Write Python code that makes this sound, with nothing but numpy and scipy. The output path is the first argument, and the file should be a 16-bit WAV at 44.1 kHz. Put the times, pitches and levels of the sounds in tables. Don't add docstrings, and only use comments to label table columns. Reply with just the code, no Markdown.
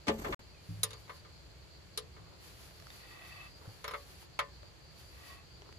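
import sys
import numpy as np
from scipy import signal
from scipy.io import wavfile

SR = 44100
rng = np.random.default_rng(int(sys.argv[2]) if len(sys.argv) > 2 else 0)


def put_to_file(sound):
    columns = np.atleast_2d(sound).T
    safe = np.clip(columns, -1, 1)
    whole_steps = np.round(safe * 32767)
    wavfile.write(sys.argv[1], SR, whole_steps.astype(np.int16))


N = 254898
TIME = np.arange(N) / SR
LEFT_RIGHT = np.array([[1], [-1]])
EDGES = 22 * 2 ** np.arange(0, 9.9, 1 / 3)
TREBLE_TOP_HZ, CUTOFF_HZ = 13660, 15800


def from_db(db):
    return 10 ** (np.asarray(db) / 20)


def rms_one(x):
    return x / np.sqrt(np.mean(x ** 2) + 1e-20)


def at_hz(points, hz):
    table = np.array(points)
    return np.interp(np.log(hz), np.log(table[:, 0]), table[:, 1])


def add(out, s, sound):
    start = max(round(s * SR), 0)
    out[:, start:start + sound.shape[1]] += sound[:, :N - start]


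def band(x, low, high):
    return signal.sosfilt(signal.butter(2, [low, high], "band", fs=SR, output="sos"), x)


def waver(per_s):
    return np.interp(TIME * per_s, np.arange(4096), rng.standard_normal(4096))


def hold(start, end):
    return np.clip(np.minimum((TIME - start) / 0.1, (end - TIME) / 0.062), 0, 1)


def swell(start, top, end, growth_db):
    growth = from_db(growth_db * np.minimum(TIME - top, 0) / (top - start))
    return growth * np.interp(TIME, [start, (start + top) / 2, top, end], [0, 1, 1, 0])


def noise_bands(likeness, size):
    white = rng.standard_normal((2, 2, size + SR // 4)) * np.sqrt(SR / 2000)
    for k, (low, high) in enumerate(zip(EDGES, EDGES[1:])):
        mid, side = band(white[k % 2], low, high)[:, -size:]
        hz = np.sqrt(low * high)
        alike = at_hz(likeness, hz)
        yield hz, np.sqrt((1 + alike) / 2) * mid + np.sqrt((1 - alike) / 2) * side * LEFT_RIGHT


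def coloured_noise(colour, likeness, size):
    return sum(from_db(at_hz(colour, hz)) * noise for hz, noise in noise_bands(likeness, size))


def soften(hz, hard_hz):
    return -10 * np.log10(1 + (hz / hard_hz) ** 3)


def ring(modes, decay, spread, rise_s):
    longest_s = max(t60 for hz, db, t60 in modes) * decay
    t, out = TIME[:round(SR * (longest_s + .02))], 0
    for hz, db, t60 in modes:
        weight, phase, side = rng.standard_normal(3)
        turn = 2 * np.pi * (hz * t + phase) + spread * np.sign(side) * LEFT_RIGHT
        level_db = db + 1.0 * weight - 60 * t / (t60 * decay)
        out = out + from_db(level_db) * np.sin(turn)
    return out * (1 - np.exp(-t / rise_s))


# frequency in Hz, t60 in seconds before each blow's decay factor.
BAY_T60 = [(60, 0.5), (230, 0.14), (500, 0.32), (1200, 0.17), (2500, 0.19), (5000, 0.12), (14000, 0.087)]


def clatter(blows, colour, likeness, crack_db, crack_s):
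    out, t = np.zeros((2, N)), TIME[:SR // 3]
    crack = 1 + from_db(crack_db) * np.exp(-t / crack_s)
    for hz, noise in noise_bands(likeness, N):
        power = np.zeros((1, N))
        for s, strength, decay, rise_s in blows:
            attack = crack * (1 - np.exp(-t / rise_s))
            fall_db = -60 * t / (at_hz(BAY_T60, hz) * decay)
            envelope = attack * from_db(at_hz(strength, hz) + fall_db)
            add(power, s, envelope[None] ** 2)
        out += from_db(at_hz(colour, hz)) * np.sqrt(power) * noise
    return out


# frequency in Hz, relative density in dB per Hz.
AIR_COLOUR = [(15, -50), (25, -29), (60, 1), (172, -8.5), (250, -27.5), (293, -13.5), (621, -18.5),
              (811, -21.5), (3730, -25.5), (4620, -34), (8550, -25.5), (10600, -33.5), (11800, -43),
              (13100, -27), (15000, -100)]
# frequency in Hz, left-right correlation (1 is identical).
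LIKENESS = [(60, 0.86), (120, 0.5), (250, 0), (600, 0.43), (1300, 0.066), (3000, 0), (14000, 0.093)]


def air():
    return from_db(-55.5) * rms_one(coloured_noise(AIR_COLOUR, LIKENESS, N))


# start in seconds, relative level in dB.
CHIRPS = [(0.408, -68), (0.642, -60), (0.871, -57), (1.102, -61), (1.33, -67.5), (2.38, -60), (2.647, -60),
          (2.844, -57.5), (3.033, -59), (3.231, -55.5), (3.457, -57), (3.646, -59), (3.871, -61),
          (4.102, -63), (4.33, -59.5), (4.568, -58.5), (4.797, -57.5), (4.989, -56), (5.223, -56),
          (5.456, -57), (5.678, -58)]


def insects(top_hz, sweep_hz, syllable_s, period_s, echo_s, echo_db):
    near, part = np.zeros((2, N)), TIME[:round(syllable_s * SR)] / syllable_s
    for s, db in CHIRPS:
        for k, swell_db in enumerate((-5, -1, -1)):
            hz = top_hz + 45 * rng.standard_normal() - sweep_hz * part
            syllable = np.sin(np.pi * part) * np.sin(2 * np.pi * np.cumsum(hz) / SR)
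            start = s + k * period_s
            if start < TIME[-1]:
                syllable_db = db + swell_db + 1.5 * rng.standard_normal((2, 1))
                add(near, start, from_db(syllable_db) * syllable)
    t = TIME[:SR // 4]
    echoes = rng.standard_normal((2, len(t))) * np.exp(-t / echo_s)
    echoes /= np.sqrt(np.sum(echoes ** 2, axis=1, keepdims=True))
    wet = signal.fftconvolve(near, echoes, axes=1)[:, :N]
    chorus_gain = from_db(-65 + 2.2 * waver(35))
    far = chorus_gain * rms_one(band(rng.standard_normal((2, N)), 4100, 4845))
    return from_db(-3) * near + from_db(echo_db) * wet + far


TONE_WANDER_HZ, TONE_WANDERS_PER_S, TONE_FLUTTER_DB = 13.5, 120, 6


def whistle():
    start_s, end_s, first_hz, last_hz, glide_s = 0.49, 0.66, 2950, 2350, 0.045
    hz = last_hz + (first_hz - last_hz) * np.exp(-np.maximum(TIME - start_s, 0) / glide_s)
    hz = hz + 2 * TONE_WANDER_HZ * waver(TONE_WANDERS_PER_S)
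    gain = from_db(-70 + TONE_FLUTTER_DB * waver(TONE_WANDERS_PER_S)) * hold(start_s, end_s)
    return gain * np.sin(2 * np.pi * np.cumsum(hz) / SR)


# start, strongest moment and end in seconds,
# hiss level in dB, nominal high tone level in dB, nominal low tone level in dB.
HISSES = [(2.765, 3.446, 3.52, -53, -55, -68), (5.06, 5.33, 5.45, -57, -65.5, -64)]
# frequency in Hz, width in Hz, relative level in dB.
HISS_RESONANCES = [(687, 110, -3), (1178, 96, 0.5), (1500, 600, -4), (1912, 28, 2), (2030, 70, -2.5),
                   (2310, 70, -7), (2603, 56, 0), (2480, 970, -4.5), (3000, 27, -8), (3240, 52, -15),
                   (3560, 240, -3.5)]


def hollow_hiss(impulses_per_s, size_db, mid_weight):
    level = sum(from_db(db) * swell(start, top, end, 7.5) for start, top, end, db, *tone_dbs in HISSES)
    impulses = (rng.random(N) < impulses_per_s / SR) * from_db(size_db * rng.standard_normal(N))
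    mid, side = impulses * rng.standard_normal((2, N))
    drive, out = mid_weight * mid + side * LEFT_RIGHT, 0
    for hz, width, db in HISS_RESONANCES:
        r = np.exp(-np.pi * width / SR)
        poles = [1, -2 * r * np.cos(2 * np.pi * hz / SR), r * r]
        out = out + from_db(db) * rms_one(signal.lfilter([1, 0, -1], poles, drive))
        drive = -drive
    return level * rms_one(out)


def faint_tones(spread):
    out = 0
    for k, hz in enumerate((2626, 1108)):
        level = sum(from_db(dbs[k]) * swell(start, top, end, growth_db=25)
                    for start, top, end, hiss_db, *dbs in HISSES)
        turn = 2 * np.pi * np.cumsum(hz + TONE_WANDER_HZ * waver(TONE_WANDERS_PER_S)) / SR
        flutter = from_db(TONE_FLUTTER_DB * waver(TONE_WANDERS_PER_S))
        out = out + level * flutter * np.sin(turn + spread * LEFT_RIGHT)
    return out


# start in seconds, relative level in dB, decay factor.
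PUSHES = [(0.119, -62, 0.59), (0.685, -41, 1), (2.188, -51.5, 0.55), (2.29, -46.5, 0.16),
          (3.671, -38, 0.12)]
# frequency in Hz, relative level in dB, t60 in seconds before the decay factor.
PANEL_MODES = [(65, -10, 0.44), (104.5, 3, 1), (164.7, -4.5, 0.77), (172.4, -5, 0.45), (259, -13.5, 0.22),
               (283.6, -8.5, 0.25)]


def panel():
    out = np.zeros((2, N))
    for s, db, decay in PUSHES:
        add(out, s, from_db(db) * ring(PANEL_MODES, decay, spread=0.29, rise_s=0.0063))
    return out


# start in seconds, end in seconds, level in dB.
SLIDES = [(0.584, 1.228, -61), (2.37, 2.726, -54), (2.66, 3.545, -58), (3.54, 4.278, -57.5),
          (4.897, 5.413, -57)]
# frequency in Hz, relative density in dB per Hz.
SKIN_COLOUR = [(200, -5), (700, -5), (3000, -3.5), (7000, -6.5), (8600, -3), (10300, 0.5), (11800, -5),
               (13200, 0.5), (16000, -20)]


def slides(flicker_db, flickers_per_s):
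    level = sum(from_db(db) * hold(start, end) for start, end, db in SLIDES)
    hiss = rms_one(coloured_noise(SKIN_COLOUR, LIKENESS, N))
    return level * from_db(flicker_db * waver(flickers_per_s)) * hiss


# start, strongest moment and end in seconds, level in dB.
BRUSHES = [(2.136, 2.18, 2.7, -65), (3.55, 3.657, 3.8, -60.5), (4.614, 4.638, 4.69, -65),
           (5.565, 5.72, 5.7, -61.5)]
# frequency in Hz, relative density in dB per Hz.
BRUSH_COLOUR = [(150, -10), (420, 10.5), (650, 2.5), (850, 5), (1250, 3), (2000, -12), (3500, -34),
                (16000, -58)]


def brushes(lumps_db, lumps_per_s):
    level = sum(from_db(db) * np.interp(TIME, [start, top, end], [0, 1, 0]) for start, top, end, db in BRUSHES)
    rustle = rms_one(coloured_noise(BRUSH_COLOUR, LIKENESS, N))
    return level * from_db(lumps_db * waver(lumps_per_s)) * rustle


# start in seconds, level in dB,
# upper limit of the click in Hz, ring frequency in Hz, nominal ring level against the click in dB.
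TICKS = [(0.189, -38, 11000, 2020, -20), (2.71, -45.5, 1500, 670, -5), (2.8, -41, 3000, 1210, -18),
         (2.823, -42, 1800, 646, -9), (2.869, -35.5, 4000, 1250, -19), (2.903, -37.5, 2500, 3680, -10),
         (4.227, -45, 2000, 850, -10), (4.631, -44.5, 1200, 580, -5), (5.33, -44, 1600, 1120, -19),
         (5.62, -38.5, 3000, 410, -13), (5.691, -42, 700, 415, -7), (5.726, -40.5, 3000, 1230, -18)]


def ticks(tail_s, tail_db, ring_t60_s):
    out, t = np.zeros((2, N)), TIME[:SR // 20]
    for s, db, dull_hz, ring_hz, ring_db in TICKS:
        tail = from_db(tail_db) * rng.standard_normal((2, len(t))) * np.exp(-t / tail_s)
        dull = signal.butter(1, [350, dull_hz], "band", fs=SR, output="sos")
        click = signal.sosfilt(dull, (t == 0) + tail)
        add(out, s, from_db(db) * click / np.abs(click).max())
        mode = [(ring_hz, ring_db, ring_t60_s)]
        add(out, s, from_db(db) * ring(mode, 0.88, spread=0.28, rise_s=0.00081))
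    return out


# frequency in Hz, relative density in dB per Hz.
GRIP_COLOUR = [(20, -33), (45, 4), (100, -4), (200, -5.5), (800, -14), (1600, -19.5), (3000, -25),
               (5000, -31.5), (7500, -22), (10000, -41), (12500, -25), (16000, -77)]
# frequency in Hz, left-right correlation (1 is identical).
KNOCK_LIKENESS = [(200, 1), (380, 0.98), (700, -0.3), (1300, -0.23), (3000, -0.6), (12000, 0.52)]


def grip():
    rub = coloured_noise(GRIP_COLOUR, KNOCK_LIKENESS, SR // 2)
    rub = signal.lfilter(*signal.iirnotch(9500, 9500 / 2100, fs=SR), rub)
    rub = signal.sosfilt(signal.butter(12, TREBLE_TOP_HZ, fs=SR, output="sos"), rub)
    lumps = from_db(-39.5 + 3 * waver(140))
    return lumps * hold(0.055, 0.414) * np.pad(rub, ((0, 0), (0, N - SR // 2)))


# start in seconds, relative body level in dB, relative thud level in dB, decay factor,
# treble against body in dB, rise time constant of the clatter in seconds.
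KNOCKS = [(0.069, -33.5, -32, 0.66, 4, 0.0063), (0.081, -26.5, -30.5, 0.61, 4, 0.0027),
          (0.094, -34, -24, 0.63, -5, .002), (0.245, -30.5, -36, 0.69, -7, 0.0073),
          (0.264, -42.5, -36.5, 0.86, -16, .003), (0.291, -50, -30, 0.75, -10, 0.0042),
          (0.324, -31, -70, 0.82, -9, 0.0025), (0.335, -38, -60, 1, -19, 0.0028)]
# frequency in Hz, relative density in dB per Hz.
THUD_COLOUR = [(40, -11), (130, -4), (230, 6), (350, 2.5), (600, 5.5), (900, 1), (1300, -1), (2000, -5.5),
               (2800, -3), (5000, -12), (9000, -20), (16000, -51)]
# frequency in Hz, relative level in dB, t60 in seconds before the decay factor.
HOUSING_MODES = [(219.7, 7.5, 0.65), (291, 15, 0.11), (333, 11, 0.084), (423.7, 3.5, 0.47),
                 (549, 7.5, 0.36), (641, 2, 0.23), (743, -17, .18), (865, 2.5, 0.28), (1173, 8.5, 0.18)]
ENGINE_MODES = [(569.5, -1.5, .22), (631.5, -8, .17), (882, -5, 0.11), (933, -6, 0.09), (1032, 0.5, 0.212),
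                (1120, -4.5, 0.22), (1194, 3, 0.15), (1230, 12, 0.051), (1304, 3.5, 0.088),
                (1512, -6.5, 0.13), (1600, 1, .08), (1780, -5, 0.22), (1890, -12, 0.16), (1942, -1.5, 0.12),
                (2040, -3, 0.11), (2140, -6, .14), (2185, 7.5, 0.057), (2278, -1, .06), (2715, -23, .1),
                (3410, -13, 0.14), (3633, -7.5, 0.078), (4220, 1.5, 0.045)]


def knocks():
    blows = []
    for s, body_db, thud_db, decay, treble_db, rise_s in KNOCKS:
        strength = [(400, thud_db), (1100, body_db), (2000, body_db), (4000, body_db + treble_db)]
        blows.append((s, strength, decay, rise_s))
    out = from_db(-4.0) * clatter(blows, THUD_COLOUR, KNOCK_LIKENESS, crack_db=9.5, crack_s=0.0013)
    for s, body_db, thud_db, decay, treble_db, rise_s in KNOCKS:
        add(out, s, from_db(body_db - 6) * ring(ENGINE_MODES, decay=0.57, spread=0.91, rise_s=2 * rise_s))
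    s, thud_db = KNOCKS[1][0], KNOCKS[1][2]
    add(out, s, from_db(thud_db - 8.5) * ring(HOUSING_MODES, 0.7, spread=0.054, rise_s=0.0031))
    return out * from_db(LEFT_RIGHT)


# start in seconds, body level in dB, hardness in Hz, then ring levels in dB
CONTACTS = [(0.832, -39, 13200, -49.5, -32.5, -10, -32), (0.9063, -52, 8940, -64, -59, -63, -70),
            (0.931, -50.5, 7560, -61, -56, -49, -68), (1.078, -55.5, 2250, -66, -67, -80, -76),
            (1.095, -43, 3400, -57.5, -67, -53, -65), (1.249, -55, 2000, -60.5, -78, -76, -77),
            (1.975, -45.5, 16700, -44.5, -62, -36, -51), (2.164, -55, 1900, -65, -79, -79, -82),
            (3.842, -38.5, 5360, -54, -50.5, -38, -65), (3.8785, -39, 5500, -54, -58, -60, -44),
            (3.91, -43.5, 4860, -56, -59, -42, -57), (3.9362, -38, 3060, -50, -53, -48, -69),
            (3.9425, -38, 2380, -60, -63, -54, -70), (4.3903, -28, 5000, -49.5, -44.5, -43, -46)]
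# frequency in Hz, relative level in dB, t60 in seconds before the decay factor.
PIPE_MODES = [(436.3, 4, 0.25), (450, -2, 0.092), (492.6, 0, 0.23)]
JAW_MODES = [(3670, 2, 0.038), (3890, 25, 0.019), (3680, 1.8, 0.11), (4040, 4, 0.027), (6100, 13, 0.03),
             (6490, 19, 0.027), (6740, 10.2, 0.066), (7600, 13, 0.038), (8000, 14, .025)]
SHANK_MODES = [(9682, 0, .055), (13646, -11, .05)]
PRONG_MODES = [(5315, -2, .09), (12930, 1.5, .045), (13450, -2, .035)]
# frequency in Hz, relative density in dB per Hz.
CLATTER_COLOUR = [(100, -43), (300, -26), (550, -5.5), (800, -8.5), (1150, 7.5), (1600, -3.5), (2200, -4),
                  (3000, 0.5), (4000, 1), (7000, -7.5), (8600, -4), (10300, 7), (13000, -9), (16000, -32)]


def wrench():
    edge_db_per_octave, even_hz = 11.5, 7370
    echo_s, echo_db = 0.0056, -13.5
    bay_decay = 0.59
    crack_rise_s = 0.00024
    out, blows = np.zeros((2, N)), []
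    left = from_db(1.1 * LEFT_RIGHT)
    for s, body_db, hard_hz, pipe_db, jaw_db, shank_db, prong_db in CONTACTS:
        edge_db = body_db + edge_db_per_octave * np.log2(hard_hz / even_hz)
        jaw = [(hz, db + soften(hz, hard_hz), t60) for hz, db, t60 in JAW_MODES]
        add(out, s, left * from_db(body_db - 7.5) * ring(ENGINE_MODES, decay=0.98, spread=0.55, rise_s=0.0044))
        add(out, s, left * from_db(pipe_db) * ring(PIPE_MODES, decay=0.91, spread=0.47, rise_s=0.0018))
        add(out, s, from_db(jaw_db) * ring(jaw, decay=0.78, spread=0.67, rise_s=0.0049))
        add(out, s, from_db(shank_db) * ring(SHANK_MODES, decay=0.8, spread=0.56, rise_s=0.0019))
        add(out, s, from_db(prong_db) * ring(PRONG_MODES, decay=1, spread=0.61, rise_s=0.00048))
        strength = at_hz([(2200, body_db), (4000, edge_db)], EDGES) + soften(EDGES, hard_hz)
        blows.append((s, np.c_[EDGES, strength], bay_decay, crack_rise_s))
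        blows.append((s + echo_s, np.c_[EDGES, strength + echo_db], bay_decay, crack_rise_s))
    bay = clatter(blows, CLATTER_COLOUR, LIKENESS, crack_db=0, crack_s=0.0005)
    return out + from_db(-4.0 + .5 * LEFT_RIGHT) * bay


# frequency in Hz, width in Hz.
TREBLE_HOLLOWS = [(8650, 2840), (11800, 3200)]


def shape_treble(x):
    for hz, width_hz in TREBLE_HOLLOWS:
        x = signal.lfilter(*signal.iirnotch(hz, hz / width_hz, fs=SR), x)
    return signal.sosfilt(signal.butter(12, TREBLE_TOP_HZ, fs=SR, output="sos"), x)


def scene():
    work = wrench() + panel() + brushes(lumps_db=4.5, lumps_per_s=140)
    work = work + ticks(tail_s=0.0014, tail_db=1.5, ring_t60_s=0.044)
    soft = hollow_hiss(impulses_per_s=2300, size_db=1.0, mid_weight=1.13) + faint_tones(spread=0.59)
    soft = soft + whistle() + slides(flicker_db=2.7, flickers_per_s=18)
    chirps = insects(top_hz=5000, sweep_hz=650, syllable_s=0.03, period_s=0.039, echo_s=0.03, echo_db=1.5)
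    return shape_treble(work + soft + air() + chirps) + knocks() + grip()


def record(dry):
    dropout_start_s, dropout_end_s = 0.346, 0.393
    live = (TIME < dropout_start_s) | (TIME > dropout_end_s)
    return signal.sosfilt(signal.ellip(10, .1, 80, CUTOFF_HZ, fs=SR, output="sos"), dry * live)


dry = scene()
out = record(dry)
put_to_file(out)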